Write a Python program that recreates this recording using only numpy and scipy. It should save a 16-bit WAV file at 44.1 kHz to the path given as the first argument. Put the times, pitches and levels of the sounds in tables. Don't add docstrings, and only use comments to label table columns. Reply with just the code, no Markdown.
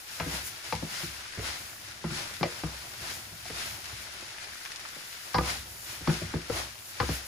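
import sys
import numpy as np
from scipy import signal
from scipy.fft import rfft, irfft, next_fast_len
from scipy.io import wavfile
from scipy.ndimage import uniform_filter1d

SR = 44100
rng = np.random.default_rng(int(sys.argv[2]) if len(sys.argv) > 2 else 0)


def unload_wav(signal):
    wavfile.write(
        sys.argv[1],
        SR,
        np.round(np.clip(np.atleast_2d(signal).T, -1, 1) * 32767).astype(np.int16),
    )


N = 320586
SIZE = next_fast_len(N, True)
TIME_S = np.arange(N) / SR
FREQ_HZ = np.maximum(np.fft.rfftfreq(SIZE, 1 / SR), 1)

# hz, density_db_per_hz
SIZZLE_SPECTRUM = [(300, -18), (900, -13), (1450, 1), (2100, 1), (3200, -1.5), (5200, -1), (7000, -7.5),
                   (9500, -7), (14000, -21.5)]
STEAM_SPECTRUM = [(3000, -8.5), (6500, 4.5), (9800, 5.5), (15300, 3.5)]
SCRAPE_SPECTRUM = [(130, -12), (220, -15.5), (340, 0.5), (430, -4), (650, 1), (900, 0.5), (1500, -6),
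                   (2500, -31), (5000, -18.5)]
RUMBLE_SPECTRUM = [(20, -34), (42, -24), (63, -0.5), (80, -1), (105, 0.5), (130, -3.5), (165, -10.5),
                   (220, -8), (400, -31)]
# time_s, sizzle_db, steam_db, juice_db
SIMMER_LEVELS = [(0, -52, -47, -63), (.4, -49, -47, -57), (.8, -49, -56, -60), (1.35, -47, -60, -48.5),
                 (1.8, -54, -51, -56), (2.352, -60, -79, -54.5), (2.801, -72, -54.5, -65.5),
                 (3.346, -56.5, -49.5, -80), (3.8, -58, -49.5, -59), (4.1, -50, -56, -54.5),
                 (4.7, -48.5, -54, -48.5), (5.3, -47, -52, -57.5), (5.7, -52.5, -49.5, -69),
                 (6.4, -48, -59, -48), (6.8, -54.5, -50, -66), (7.27, -53, -48, -71)]
# peak_s, push_s, settle_s, sizzle_db, steam_db, scrape_db, drag_db
STIR_STROKES = [(0.09, 0.024, 1, -46.5, -64, -58.5, -63), (0.351, 0.071, 0.079, -38, -41.5, -43.5, -51),
                (0.65, 0.017, 0.19, -43.5, -53, -53, -61), (1.0, 0.12, 0.13, -39.5, -46, -47.5, -56.5),
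                (1.482, 0.071, 0.15, -38, -51, -43, -52), (1.88, 0.085, 0.22, -48, -56, -54.5, -60),
                (2.19, 0.12, 0.23, -39.5, -48.5, -48, -54.5), (2.52, 0.1, 0.93, -44, -52, -50.5, -56.5),
                (3.1, 0.14, 0.13, -42, -48, -49.5, -55), (3.47, 0.038, 0.092, -44.5, -52, -67, -57),
                (3.61, 0.085, 0.17, -38, -58, -45.5, -51.5), (3.9, 0.092, 0.79, -46, -57, -57.5, -65.5),
                (4.44, 0.031, 0.023, -46, -58, -50.5, -74), (5.501, 0.075, 0.082, -35, -45, -38, -45.5),
                (5.75, 0.039, 0.066, -72, -47, -57, -59), (5.91, 0.059, 0.13, -44, -52, -51.5, -57),
                (6.13, 0.073, 0.15, -39.5, -55, -43.5, -49), (6.575, 0.069, 0.094, -37, -47, -38, -49.5),
                (7.14, 0.19, 0.11, -40, -46.5, -47, -55)]
# start_s, level_db, thud_db, boom_db, body_db, clack_db, rap_db, tick_db, click_db, snap_db, ring_db,
# length_factor, pan_note_hz, wood_note_hz
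SPATULA_BLOWS = [(0.199, -42, 6, 5, 4, 6, 6, 5.5, -2, 1, 2, 1.9, 662, 980),
                 (0.263, -37.5, 3, -5, -7, -15, -9, -18, -18, -1, 12, 0.99, 277, 1640),
                 (0.336, -44, 3, -13, -9, -9, -11, -6, -12, 11, 2, 0.86, 348, 1535),
                 (0.725, -41.5, 5.5, 6, 8, 12, -12, 4.5, -1, 4, 7, 1.4, 521, 892),
                 (0.825, -36.5, 3.5, -5, -3.5, -9, -20, -24, -26, 0, 6, 0.82, 292, 894),
                 (1.031, -44, 7.5, 2.5, -10, -6, -7, -14, -16, 0, 7, 0.89, 348, 1205),
                 (1.374, -49, 11.5, 14, -2, -11, -6, -7, -10, -7, -3, 0.82, 420, 1300),
                 (1.391, -45.5, -8, -7, 5, -13, -2, -1, -7, 2, 14, 0.77, 438, 1340),
                 (2.041, -37.5, 8.5, -2.5, -3, -3, -7, -11, -17, -1.5, 6, 1.4, 350, 1375),
                 (2.106, -45.5, 12.5, 0, -9, -10, 1, -4, -11, -5, 2, 1.1, 365, 1440),
                 (2.4091, -37.5, 8.5, -9, -7, -7, -5.5, -9, -14, -2, -3, 0.81, 333, 1380),
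                 (2.4301, -30.5, -4.5, -9, 4, 2, -7, 0.5, -4.5, 4, -2, 1.05, 596, 2000),
                 (2.455, -39.5, -7, -8, 3, -6, -11, -2, -9, -3, -2, 0.81, 595, 2010),
                 (2.635, -33, 2, -1, -3, -6.5, -8.5, -20, -24, 2, 8.5, 0.92, 318, 1190),
                 (3.003, -63.5, 12, 17, -3, -7, -8, -11, -13, -1, 0, 1, 337, 1345),
                 (3.317, -56.5, 6.5, 8, -6, -13.5, -18, -16, -18, 3, 8, 1.2, 326, 1140),
                 (3.454, -59.5, -18, -5, 6, 13, 0, 0, 12, -3, 19, .9, 640, 717),
                 (3.5, -44, -4, -2, 4, -5, -5, -4, -9, 4, 6, 0.98, 437, 710),
                 (3.924, -54, -6, 11.5, -6, -1, -4, -8, -10, -2, -4, 1.2, 337, 1285),
                 (4.224, -50, -16, -10, 0.5, -3, -3, -4, -8, 16, 0, 0.63, 370, 1450),
                 (4.962, -51, -4, -18, 0, -7, -4, -7, -10, 0, 8, 0.62, 600, 755),
                 (5.344, -40.5, 8.5, 10.5, 4.5, 15, 9.5, 3.5, 6, -1, 8, 1.8, 505, 1002),
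                 (5.3839, -28.5, -1.5, -1.5, -0.5, 3, 2.5, -7, -12, 3.5, 13, 0.79, 324, 1200),
                 (5.4095, -37, -3, -6, 3.5, -5, -12, -16, -18, 3, 1, 0.9, 340, 820),
                 (6.007, -49.5, 5, 5.5, -4, -8, -11, -16, -18, -3, -3, 0.65, 312, 782),
                 (6.074, -29.5, 9.5, -1.5, -4, -2.5, -4.5, -8, -13, -1.5, 7.5, 1, 363, 1444),
                 (6.096, -34, 6, -5, -3.5, -3, -3, -9, -18, 1, 6.5, 0.87, 354, 1430),
                 (6.217, -37, 1.5, 1, -2.5, -25, -21, -22, -24, 3.5, 1, 1.1, 343, 1500),
                 (6.339, -31.5, 2.5, -1.5, -4.5, -9, -13, -19, -25, 2, 9, 0.9, 328.6, 712),
                 (6.36, -38.5, 1, 0, 0, -9, -21, -22, -24, 5, 3, 1.1, 377, 715),
                 (6.4983, -32.5, -10, -4, 5, -8, -5.5, -16, -15, 6, 11, 0.98, 480, 1336),
                 (7.001, -38.5, 7.5, 8.5, 6, 13, 8.5, 3, 0, 0, 9, 0.97, 495, 1016),
                 (7.028, -38, -3, -6, 3.5, -1, -2, -10, -14, 0, 6, 0.85, 495, 1005),
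                 (7.09, -30.5, -0.5, 0, -3.5, -6, -11, -22, -17, -1, 2, 0.73, 282, 1189)]
# low_hz, high_hz, rise_s, t60_s, tail_db, gain_db, clatter_db, crack_db, side_factor
BANDS = [(242, 420, 0.0009, 0.057, -10, 1, -4.5, 13, 0.5), (58, 121, 0.011, 0.15, -13, 0, -6, -21, 0.12),
         (115, 257, 0.0085, 0.066, -10, -0.5, -9, -5, 0.2),
         (420, 690, 0.0005, 0.055, -12, 0.5, -1, 14, 1.05),
         (690, 1150, 0.00047, 0.07, -12, -0.5, 1, 13, 0.55),
         (1180, 1750, 0.0005, 0.08, -11, -0.5, 1.5, 13, 0.8),
         (1800, 2850, 0.00015, 0.085, -15, -0.5, 3, 16, 0.6),
         (2850, 4100, 0.0003, 0.08, -16, -6.5, 8, 18, 0.55),
         (4150, 5450, 0.0003, 0.09, -16, -0.5, 7, 18, 0.55)]
# hz, level_db, t60_s
MODES = [(64.05, -10, 0.64), (98.8, -2.5, 0.15), (148.6, -6, 0.21), (165.8, 2.5, 0.16), (214.4, -9, 0.19),
         (240, -17, 0.22), (278.3, -8, 0.4), (329.6, -2, 0.19), (357.3, 0.5, 0.23), (443, -4.5, 0.26),
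         (488.6, 0.5, 0.24), (559, -3, 0.16), (638, -2.5, 0.15), (710, 0.5, 0.088), (773, 0, 0.16),
         (823, 1.5, 0.08), (890, 14, 0.029), (1007, -4, 0.22), (1102, 1.5, 0.06), (1245, 1, 0.19),
         (1335, -3, .08), (1440, -14, 0.08), (1517, 0, 0.11), (1615, 0.5, 0.13), (1990, 3, 0.12),
         (2110, 5, 0.091), (2370, 5, 0.062), (3360, 13, 0.082), (4640, 5, 0.059), (5100, 0, 0.069)]
# delay_s, gain
CRACK_RETURNS = [(0.0005, 0.72), (.0019, -.7), (.0046, 0.28), (.0071, -0.33)]
# start_s, peak_db, centre_hz, reach_each_side_octaves
FAT_SPITS = [(4.138, -34, 10400, .6), (4.289, -30, 2200, 0.89), (4.385, -31, 1700, 1),
             (4.445, -29, 1600, .8), (4.652, -22.5, 2090, 1.3), (4.659, -25, 1780, 1),
             (4.719, -24.5, 2700, 1.2), (4.76, -25, 4200, 0.76), (4.8, -29, 7000, 1.1),
             (4.852, -28, 1500, 0.6), (4.858, -29, 1500, 0.98), (4.878, -32, 4970, 0.97),
             (4.889, -28, 3800, 1.2), (5.128, -28.5, 2200, 0.92), (5.283, -35, 2630, 1.2)]
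# hz, likeness_0_to_1, left_minus_right_db
PORT_RESPONSE = [(100, 0.96, 0.2), (200, 0.82, 1), (356, 0.72, -3.5), (515, 0.3, 3), (644, 0.34, 3.5),
                 (1350, 0.16, 1.5), (2350, 0, 3), (4260, 0, 4), (5800, 0.05, 7), (7760, 0.97, -0.5),
                 (14000, 1, 0)]

PORT_LAG_S, TOP_HZ = 0.0002953, 15450
STEAM_LAG_S = 0.034
STEAM_LINGER, JUICE_LINGER = 1.05, 0.31
STROKE_JUICE_DB = -8.5
REST_SCRAPE_DB, REST_RUMBLE_DB = -56.5, -68
POP_CAP_DB = 14
MODE_SCATTER_DB, MODE_DETUNE = 2.5, 0.007
NOTE_BUILD_UP_S, NOTE_T60_S = 0.0018, 0.07
CONTACT_DB, CONTACT_LO_HZ, CONTACT_HI_HZ = 3, 480, 2900
BLOW_LEAN_DB = 0.8
STRAY_SPIT_DB, STRAY_SPIT_HZ = -36.5, 2600


def undb(db):
    return 10 ** (np.asarray(db) / 20)


def unit(x):
    return x / np.sqrt(np.mean(x ** 2))


def on_bins(table, axis=1):
    table = np.array(table)
    return np.interp(np.log(FREQ_HZ), np.log(table[:, 0]), table[:, axis])


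def bandpass(x, lo_hz, hi_hz, order):
    edges_hz = [lo_hz, min(hi_hz, .45 * SR)]
    return signal.sosfilt(signal.butter(order, edges_hz, "band", fs=SR, output="sos"), x)


def walk(rate_hz):
    hold = max(int(SR / rate_hz), 1)
    steps = np.repeat(rng.standard_normal(N // hold + 1), hold)
    return np.sqrt(3 / 2) * uniform_filter1d(steps, hold)[:N]


def add(out, sound, start_s):
    i = max(int(start_s * SR), 0)
    out[:, i:i + sound.shape[1]] += sound[:, :max(N - i, 0)]


def grains(rate_hz, spread_db, cap_db):
    size = undb(np.minimum(spread_db * rng.exponential(size=N), cap_db))
    fires = rng.random(N) < rate_hz / SR
    return unit(fires * size * rng.choice([-1, 1], N))


def follow_power(x, decay_per_s):
    keep = np.exp(-decay_per_s / SR)
    return signal.lfilter([1 - keep], [1, -keep], x ** 2)


def hear(x, spectrum, near_s, room_db, t60_s=0.14):
    near = follow_power(x, 2 / near_s)
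    late = follow_power(x, np.log(1e6) / t60_s)
    share = undb(2 * room_db)
    echoes = np.sqrt((near + share * late) / (1 + share)) * rng.standard_normal((2, N))
    lag_s = np.array([[0], [PORT_LAG_S]]) * (FREQ_HZ > 1500)
    direct = np.exp(-2j * np.pi * FREQ_HZ * lag_s)
    likeness = np.clip(on_bins(PORT_RESPONSE), 0, np.where(FREQ_HZ > 1500, .8, 1))
    ports = np.sqrt(likeness) * direct * rfft(x, SIZE) + np.sqrt(1 - likeness) * rfft(echoes, SIZE)
    return irfft(ports * unit(undb(on_bins(spectrum))), SIZE)[:, :N]


def swells(levels_db, linger, lag_s):
    power = np.zeros(N)
    for (peak_s, push_s, settle_s, *_), db in zip(STIR_STROKES, levels_db):
        age_s = TIME_S - peak_s - lag_s
        shape = np.where(age_s < 0, (age_s / push_s) ** 2, age_s / (settle_s * linger))
        power += undb(2 * db) * np.exp(-2 * shape)
    return power


def stirred(rest_db, levels_db, linger, lag_s=0):
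    return 10 * np.log10(undb(2 * rest_db) + swells(levels_db, linger, lag_s))


def sizzle(level_db):
    fizz = grains(rate_hz=16000, spread_db=-0.5, cap_db=6) * undb(level_db + 3.0 + .5 * walk(30))
    crackle = grains(rate_hz=600, spread_db=3.5, cap_db=29.5) * undb(.5 * level_db - 28.7)
    return hear(fizz + crackle, SIZZLE_SPECTRUM, near_s=0.003, room_db=0)


def steam(level_db):
    hiss = rng.standard_normal(N) * undb(level_db + 1.5)
    return hear(hiss, STEAM_SPECTRUM, near_s=0.0018, room_db=-19)


def juice(level_db, centre_hz, spread, cycles, count):
    t, out = TIME_S[:400], np.zeros((2, N))
    start, place, lag = rng.random((count, 3)).T[:, :, None]
    hz = centre_hz * np.exp(spread * rng.standard_normal((count, 1)))
    size = undb(np.minimum(6.3 * rng.exponential(size=(count, 1)), POP_CAP_DB))
    pops = size * np.sin(2 * np.pi * hz * t) * np.exp(-np.log(1000) * hz * t / cycles)
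    at = (start * N).astype(int) + np.arange(len(t))
    late = (lag * 2 * PORT_LAG_S * SR).astype(int)
    out[0] = np.bincount(at.ravel(), (pops * np.sqrt(place)).ravel(), N)[:N]
    out[1] = np.bincount((at + late).ravel(), (pops * np.sqrt(1 - place)).ravel(), N)[:N]
    return unit(out) * undb(level_db)


def scrape(level_db):
    slips = grains(rate_hz=2500, spread_db=3.5, cap_db=8.5) * undb(level_db + 2.3 * walk(40))
    return hear(slips, SCRAPE_SPECTRUM, near_s=0.016, room_db=6)


def rumble(level_db):
    shaking = rng.standard_normal(N) * undb(level_db + 2.5 + 0.66 * walk(12))
    return hear(shaking, RUMBLE_SPECTRUM, near_s=.01, room_db=-6)


def contact(level_db):
    pulse = bandpass(signal.unit_impulse(SR // 100), CONTACT_LO_HZ, CONTACT_HI_HZ, order=2)
    return undb(level_db) * np.array([pulse, pulse]) / abs(pulse).max()


def crack(lo_hz, hi_hz, size):
    clicks = np.zeros(size)
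    for delay_s, gain in CRACK_RETURNS:
        clicks[int(delay_s * rng.uniform(.85, 1.15) * SR)] += gain
    sound = bandpass(clicks + 1e-18, lo_hz, hi_hz, order=2)
    return sound / abs(sound).max()


def ring_modes(t, age, notes_hz, note_db):
    notes = [(f, note_db, NOTE_T60_S) for f in notes_hz]
    hz, db, t60_s = np.array(list(MODES) + notes).T[:, :, None]
    size = undb(db + MODE_SCATTER_DB * rng.standard_normal(hz.shape)) * rng.choice([-1, 1], hz.shape)
    detuned_hz = hz * (1 + MODE_DETUNE * rng.standard_normal(hz.shape))
    turn = np.float32(2 * np.pi * detuned_hz) * np.float32(t)
    modes = np.exp(np.float32(-np.log(1000) / t60_s) * np.float32(age)) * np.sin(turn)
    modes[-2:] *= 1 - np.exp(-t / NOTE_BUILD_UP_S)
    weights = np.array([size[:, 0], size[:, 0] * rng.uniform(-0.97, 1, len(hz))])
    return hz[:, 0], modes, weights


def knock(levels_db, notes_hz, snap_db, note_db, length):
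    t = TIME_S[:2 * SR // 5]
    age = t / max(length, .2)
    mode_hz, modes, weights = ring_modes(t, age, notes_hz, note_db)
    noise, out = rng.standard_normal((2, len(t))), 0
    for level_db, band in zip(levels_db, BANDS):
        lo_hz, hi_hz, rise_s, t60_s, tail_db, gain_db, clatter_db, crack_db, side_factor = band
        inside = (mode_hz >= lo_hz) & (mode_hz < hi_hz)
        fade = undb(-60 * age / t60_s) + undb(tail_db - 60 * t / .35)
        clatter = unit(bandpass(noise, lo_hz, hi_hz, order=3)) * fade * undb(clatter_db)
        sound = clatter + weights[:, inside] @ modes[inside]
        sound[0] += undb(crack_db + snap_db) * crack(lo_hz, hi_hz, size=len(t))
        for f in notes_hz:
            if lo_hz <= f < hi_hz:
                sound = sound + bandpass(sound, f / 1.07, f * 1.03, order=1)
        mid, side = sound * (1 - np.exp(-(t / rise_s) ** 2))
        peak = np.sqrt(uniform_filter1d(mid ** 2, size=441, mode="constant").max())
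        stereo = np.array([mid + side_factor * side, mid - side_factor * side])
        out = out + undb(level_db + gain_db) / peak * stereo
    return out


def spatulas():
    out = np.zeros((2, N))
    for blow in SPATULA_BLOWS:
        start_s, db, thud_db, boom_db, body_db, clack_db, rap_db, tick_db, click_db = blow[:9]
        snap_db, note_db, length, pan_hz, wood_hz = blow[9:]
        valley_db = (tick_db + click_db) / 2
        levels_db = db + np.array([0, boom_db, thud_db, body_db, clack_db,
                                   rap_db, tick_db, valley_db, click_db])
        add(out, knock(levels_db, (pan_hz, wood_hz), snap_db, note_db, length), start_s)
        add(out, contact(db + clack_db + snap_db + CONTACT_DB), start_s)
    return out * undb(BLOW_LEAN_DB * np.array([[.5], [-.5]]))


def spits(burst_s, echo_db, echo_s, count):
    t, out = TIME_S[:1200], np.zeros((2, N))
    strays = []
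    for when, size, pitch in rng.random((count, 3)):
        peak_db = STRAY_SPIT_DB + 8 * (size - .5)
        centre_hz = STRAY_SPIT_HZ * 2 ** (2 * pitch - 1)
        strays.append((when * N / SR, peak_db, centre_hz, 1))
    fade = np.exp(-t / burst_s) + undb(echo_db) * np.exp(-t / echo_s)
    for start_s, db, hz, reach in list(FAT_SPITS) + strays:
        burst = rng.standard_normal((2, len(t))) * fade
        snap = bandpass(burst, hz / 2 ** reach, hz * 2 ** reach, order=2)
        add(out, undb(db) * snap / abs(snap).max(), start_s)
    return out


def scene():
    sizzle_db, steam_db, scrape_db, drag_db = np.transpose(STIR_STROKES)[3:]
    time_s, *columns = np.transpose(SIMMER_LEVELS)
    simmer_db, hiss_db, boil_db = (np.interp(TIME_S, time_s, c) for c in columns)
    fat = sizzle(stirred(simmer_db, sizzle_db, linger=0.81))
    vapour = steam(stirred(hiss_db, steam_db, STEAM_LINGER, STEAM_LAG_S) + 2.7 * walk(16))
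    juice_db = stirred(boil_db, sizzle_db + STROKE_JUICE_DB, JUICE_LINGER)
    bubbles = juice(juice_db, centre_hz=1830, spread=0.2, cycles=12.0, count=3200)
    rubbing = scrape(stirred(REST_SCRAPE_DB, scrape_db, linger=0.63))
    stove = rumble(stirred(REST_RUMBLE_DB, drag_db, linger=1.66))
    blows = spatulas()
    snaps = spits(burst_s=0.00038, echo_db=-9.5, echo_s=0.0073, count=150)
    return fat + vapour + bubbles + rubbing + stove + blows + snaps


def record(dry):
    balance = undb(on_bins(PORT_RESPONSE, axis=2) * np.array([[.5], [-.5]]))
    ports = irfft(rfft(dry, SIZE) * balance, SIZE)[:, :N]
    return signal.sosfilt(signal.ellip(10, .2, 80, TOP_HZ, fs=SR, output="sos"), ports)


dry = scene()
out = record(dry)
unload_wav(out)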